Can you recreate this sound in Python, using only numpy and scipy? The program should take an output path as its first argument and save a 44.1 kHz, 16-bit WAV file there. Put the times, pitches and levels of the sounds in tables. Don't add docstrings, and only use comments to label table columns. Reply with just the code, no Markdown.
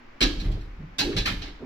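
import sys
import numpy as np
from scipy import signal
from scipy.fft import rfft, irfft
from scipy.io import wavfile

SR = 44100
rng = np.random.default_rng(int(sys.argv[2]) if len(sys.argv) > 2 else 0)


def materialize(psi):
    bounded = np.clip(np.atleast_2d(psi).T, -1, 1)
    quanta = np.round(bounded * 32767).astype(np.int16)
    wavfile.write(sys.argv[1], SR, quanta)


N = 72765
T = np.arange(N) / SR
BIN_HZ = np.arange(N // 2 + 1) * SR / N

# frequency_hz, density_db
ROOM_TONE_COLOUR = [(15, 8.5), (30, -3.5), (60, -6), (110, -10.5), (180, -19), (250, -4), (330, -12.5),
                    (550, -15), (1000, -13.5), (2200, -16), (3500, -28), (5400, -33), (7000, -42),
                    (9000, -59), (16000, -49)]
# frequency_hz, correlation
STEREO_LIKENESS = [(40, 0.98), (150, 0.97), (350, 0.56), (700, 0.0023), (8000, 0.091)]
# start_s, rise_s, length_s, level_db, tilt_db_per_octave, knock_db, snap_db, frame_ring_db
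CLAW_HITS = [(0.206, 0.00054, 0.02, 7, -1.23, -4, 0.5, -14), (0.213, 0.00064, 0.0032, 10, 0, -7, -19, -20),
             (0.224, 0.0013, 0.02, 6, -1.5, -9.5, -6.5, -4.5), (0.3, .003, 0.012, -34, -2, 2, 0, -14),
             (0.394, 0.0087, 0.023, -12.5, 0.6, -1, 0, -5), (0.444, 0.0022, 0.021, -14.5, -2.5, 5, 15, -35),
             (0.514, 0.0013, .012, -16.5, -1.8, -5, 4, -28), (0.536, 0.0083, .06, -24, -4, -1, -9, -22),
             (0.607, 0.004, 0.018, -28.5, 0, 0, 5, -7), (0.984, 0.0049, 0.013, 9, 2.5, -1, -3.5, -21.5),
             (1.001, 0.0024, 0.016, 1.5, -2, -2.5, -5, -3.5),
             (1.112, 0.012, 0.019, -9, -8.5, 4.5, -13, -20), (1.164, 0.0019, 0.0149, 5, 0.5, -4, -9, -17),
             (1.176, 0.009, 0.012, -1, -2.5, -10, -7, -4.5),
             (1.255, 0.0016, 0.013, 6.5, -0.43, 8.5, 7.5, -13.5),
             (1.271, 0.0025, 0.025, 4.5, -0.9, 6.5, -10, -23),
             (1.416, 0.0045, .016, -6, -0.8, -6, -24, -14.5),
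             (1.444, 0.024, 0.042, -12.5, -1.5, 0.5, -10, -18)]
# frequency_hz, density_db
CLAW_COLOUR = [(200, -10.5), (500, -7.5), (800, -8.5), (1200, -9), (1700, -4.5), (2300, -4), (3300, -2),
               (4250, -3.5), (4950, -6.5), (5600, -11), (6300, -14), (7700, -20.5), (8800, -27),
               (12800, -22.5), (13700, -41), (16000, -49)]
# frequency_hz, left_minus_right_db
CLAW_BALANCE = [(500, -2), (1000, -4), (2000, -1.5), (4000, -4.5), (5500, -5), (7500, 6.5), (12000, -3.5)]
# pitch_hz, level_db, t60_s
FRAME_MODES = [(1640, -4.5, 0.28), (1750, -7, 0.32), (2570, 0.5, .1), (2900, -15, .2), (3926, -0.5, 0.43),
               (3900, -8, 0.22), (3900, -5, 0.19), (4120, 5, 0.097), (4170, 0.5, 0.17), (4365, 5, 0.056),
               (5020, -21, .22), (4800, -20, .15), (5580, -1, 0.06)]
# start_s, length_s, level_db, centre_hz, half_width_octaves, rub_db
PAD_DRAGS = [(0.214, 0.041, -24, 298, 0.31, -0.5), (0.212, 0.059, -40.5, 145, 0.35, 8),
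             (0.353, 0.094, -37.5, 186, 0.47, 0.5), (0.44, 0.068, -30, 107, 0.68, -2.5),
             (0.44, 0.141, -43.5, 265, 0.93, -0.5), (0.788, 0.048, -37.5, 152, 0.17, 5.5),
             (0.985, 0.04, -34.5, 206, 0.81, -1.5), (1.005, 0.02, -37.5, 808, 0.068, 12.5),
             (1.021, .08, -27.5, 363, 0.3, -17), (1.138, 0.05, -28.5, 129, 0.53, 1),
             (1.257, 0.081, -33.5, 158, 0.6, 1), (1.421, 0.085, -47.5, 225, 0.45, -3),
             (1.595, 0.054, -44, 170, 1.46, 6), (1.621, 0.013, -32.5, 316, 0.47, -1)]
# pitch_hz, level_db, t60_s
PANE_MODES = [(62, -5, 0.14), (84.3, -12.5, 0.3), (109.1, 4.5, 0.36), (155.2, -9.5, .2),
              (165.7, -4.5, 0.39), (183.2, 0.5, 0.44), (234.3, -16, 0.45), (261.4, -7.5, 0.45),
              (292.5, 5, 0.39), (320, -1, 0.43), (340.2, 1, 0.39), (394, 1.5, 0.37), (432, -3.5, 0.7),
              (508, -4, 0.75), (598, -5.5, 0.23), (763, -3.5, 0.18)]
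# start_s, level_db
BODY_SHOVES = [(0.214, -24), (0.236, -19), (0.368, -24), (0.452, -22.5), (0.478, -22.5), (0.801, -40),
               (1.041, -27), (1.139, -30), (1.183, -20.5), (1.314, -29.5), (1.365, -32.5)]
# frequency_hz, density_db
RUMBLE_COLOUR = [(12, -8), (25, -10), (50, -8.5), (75, -5.5), (130, -24.5), (250, -26), (600, -71.5)]


def from_db(db):
    return 10 ** (np.asarray(db) / 20)


def unit(x):
    return x / np.sqrt(np.sum(x ** 2) / len(np.atleast_2d(x)) + 1e-20)


def curve(points):
    hz, values = np.transpose(points)
    return np.interp(np.log(np.maximum(BIN_HZ, 1)), np.log(hz), values)


def decay(t60_s):
    return from_db(-60 * T / t60_s)


def pan(db):
    return from_db([[db / 2], [-db / 2]])


def from_left(x, lag_s=0.00052):
    return np.array([x, np.interp(T - lag_s, T, x, left=0)])


def butter(x, order, hz, kind):
    return signal.sosfilt(signal.butter(order, hz, kind, fs=SR, output="sos"), x)


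def through(x, response):
    return signal.fftconvolve(np.atleast_2d(x), np.atleast_2d(response), axes=-1)[:, :N]


def add(out, start_s, x):
    i = int(start_s * SR)
    out[:, i:] += x[..., :N - i]


def ring(force, hz, t60_s):
    radius, angle = from_db(-60 / (t60_s * SR)), 2 * np.pi * hz / SR
    return signal.lfilter([0, np.sin(angle)], [1, -2 * radius * np.cos(angle), radius ** 2], force + 1e-18)


def coloured_noise(colour):
    mid, side = rfft(rng.standard_normal((2, N))) * from_db(curve(colour))
    alike = curve(STEREO_LIKENESS)
    return unit(irfft(np.sqrt(1 + alike) * mid + np.sqrt(1 - alike) * side * [[1], [-1]], N))


def room_tone():
    return from_db(-48.5) * np.sqrt(N) * coloured_noise(ROOM_TONE_COLOUR)


def claw_ticks(rise_s, length_s, ticks_per_s=900, spread_db=4.5, fade_db=7):
    jitter, size, sign = rng.random((3, 256))
    tick_s = (np.arange(len(jitter)) + jitter - jitter[0]) / ticks_per_s
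    size_db = spread_db * (2 * size - 1) - fade_db * np.minimum(tick_s / length_s, 1)
    envelope = np.clip(tick_s / rise_s, 0.25, 1) * (tick_s < length_s)
    strength = np.sign(sign - 0.5) * from_db(size_db) * envelope
    strength[0] *= from_db(3.5)
    return np.bincount((tick_s * SR).astype(int), strength, N)[:N]


def claw_tone(ticks, tilt, knock_db, snap_db):
    pivot_hz, tilt_octaves, knock_hz, snap_hz = 3020, 2.6, 1670, 8500
    low = butter(ticks, 1, pivot_hz, "low")
    tilted = low * from_db(-tilt_octaves * tilt) + (ticks - low) * from_db(tilt_octaves * tilt)
    knock = butter(tilted, 1, knock_hz * 2 ** np.array([-0.73, 0.73]), "band")
    voiced = tilted + (from_db(knock_db) - 1) * knock
    snap_shelf = from_db((snap_db - 1.5) / (1 + (snap_hz / (BIN_HZ + 1)) ** 6))
    return irfft(rfft(voiced) * snap_shelf, N) * (T < 1)


def door_response():
    balance_db = curve(CLAW_BALANCE)
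    noise = irfft(rfft(coloured_noise(CLAW_COLOUR)) * from_db([balance_db / 2, -balance_db / 2]), N)
    crack = from_left(np.roll(noise[0], N // 2) * decay(t60_s=0.012))
    straight_from_pane = from_db(-8.5) * from_left(noise[1, ::-1])
    shudder = (np.roll(noise, N // 4, axis=1) + straight_from_pane) * decay(t60_s=0.22)
    room_tail = noise * decay(t60_s=0.59)
    return from_db(-4) * unit(crack) + from_db(3) * unit(shudder) + from_db(-3.5) * unit(room_tail)


def frame_ring(ticks):
    modes = sum(from_db(db) * unit(ring(ticks, hz, t60_s)) for hz, db, t60_s in FRAME_MODES)
    return from_db(7) * from_left(unit(modes)) * pan(-4)


def claws():
    out = np.zeros((2, N))
    for start_s, rise_s, length_s, level_db, tilt, knock_db, snap_db, ring_db in CLAW_HITS:
        ticks = claw_ticks(rise_s, length_s)
        clack = unit(through(claw_tone(ticks, tilt, knock_db, snap_db), door_response()))
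        add(out, start_s, from_db(level_db) * (clack + from_db(ring_db) * frame_ring(ticks)))
    return butter(out, 12, 14700, "low")


def pane_judder(pressure, centre_hz, octaves, spread_hz):
    force = rng.standard_normal((2, N)) * pressure
    out = np.zeros((2, N))
    for hz, level_db, t60_s in PANE_MODES:
        weight = from_db(level_db) / (1 + (np.log2(hz / centre_hz) / octaves) ** 2)
        width = from_db(-12) * hz / spread_hz
        mid, side = ring(force, hz, t60_s)
        out += weight * (unit(mid) + width * unit(side) * [[1], [-1]])
    return unit(out)


def pad_drags(release_s=0.011, spread_hz=338):
    out = np.zeros((2, N))
    for start_s, length_s, level_db, centre_hz, octaves, rub_db in PAD_DRAGS:
        attack = np.minimum(T / length_s, 1) ** 0.16
        pressure = attack * np.exp(-np.maximum(T - length_s, 0) / release_s)
        judder = pane_judder(pressure, centre_hz, octaves, spread_hz)
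        band_hz = centre_hz * 2. ** np.array([-octaves, octaves])
        rub = butter(rng.standard_normal(N) * pressure, 2, band_hz, "band")
        drag = np.sqrt(length_s * SR) * unit(judder + from_db(rub_db - 5) * unit(rub))
        position = pan(-2.5 * min(centre_hz / spread_hz, 1))
        add(out, start_s, from_db(level_db) * drag * position)
    return out


def pane_boom(shove_s=0.0082, rumble_rise_s=0.024):
    force = np.zeros(N)
    for start_s, level_db in BODY_SHOVES:
        push = np.sin(np.pi * np.clip((T - start_s) / shove_s, 0, 1)) ** 2
        force += from_db(level_db) * push / push.sum()
    flex = ring(force, hz=40.2, t60_s=0.25)
    sway = from_db(-10.5) * ring(force, hz=36.82, t60_s=1.2)
    shaking = through(force, decay(t60_s=0.98) * (1 - np.exp(-T / rumble_rise_s)))
    rumble = from_db(-15) * shaking * np.sqrt(N) * coloured_noise(RUMBLE_COLOUR)
    return flex + sway + rumble


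def scene():
    return claws() + pad_drags() + pane_boom() + room_tone()


def record(dry):
    dry = butter(dry, 1, 8, "high")
    return signal.sosfilt(signal.cheby2(12, 70, 17200, fs=SR, output="sos"), dry)


dry = scene()
out = record(dry)
materialize(out)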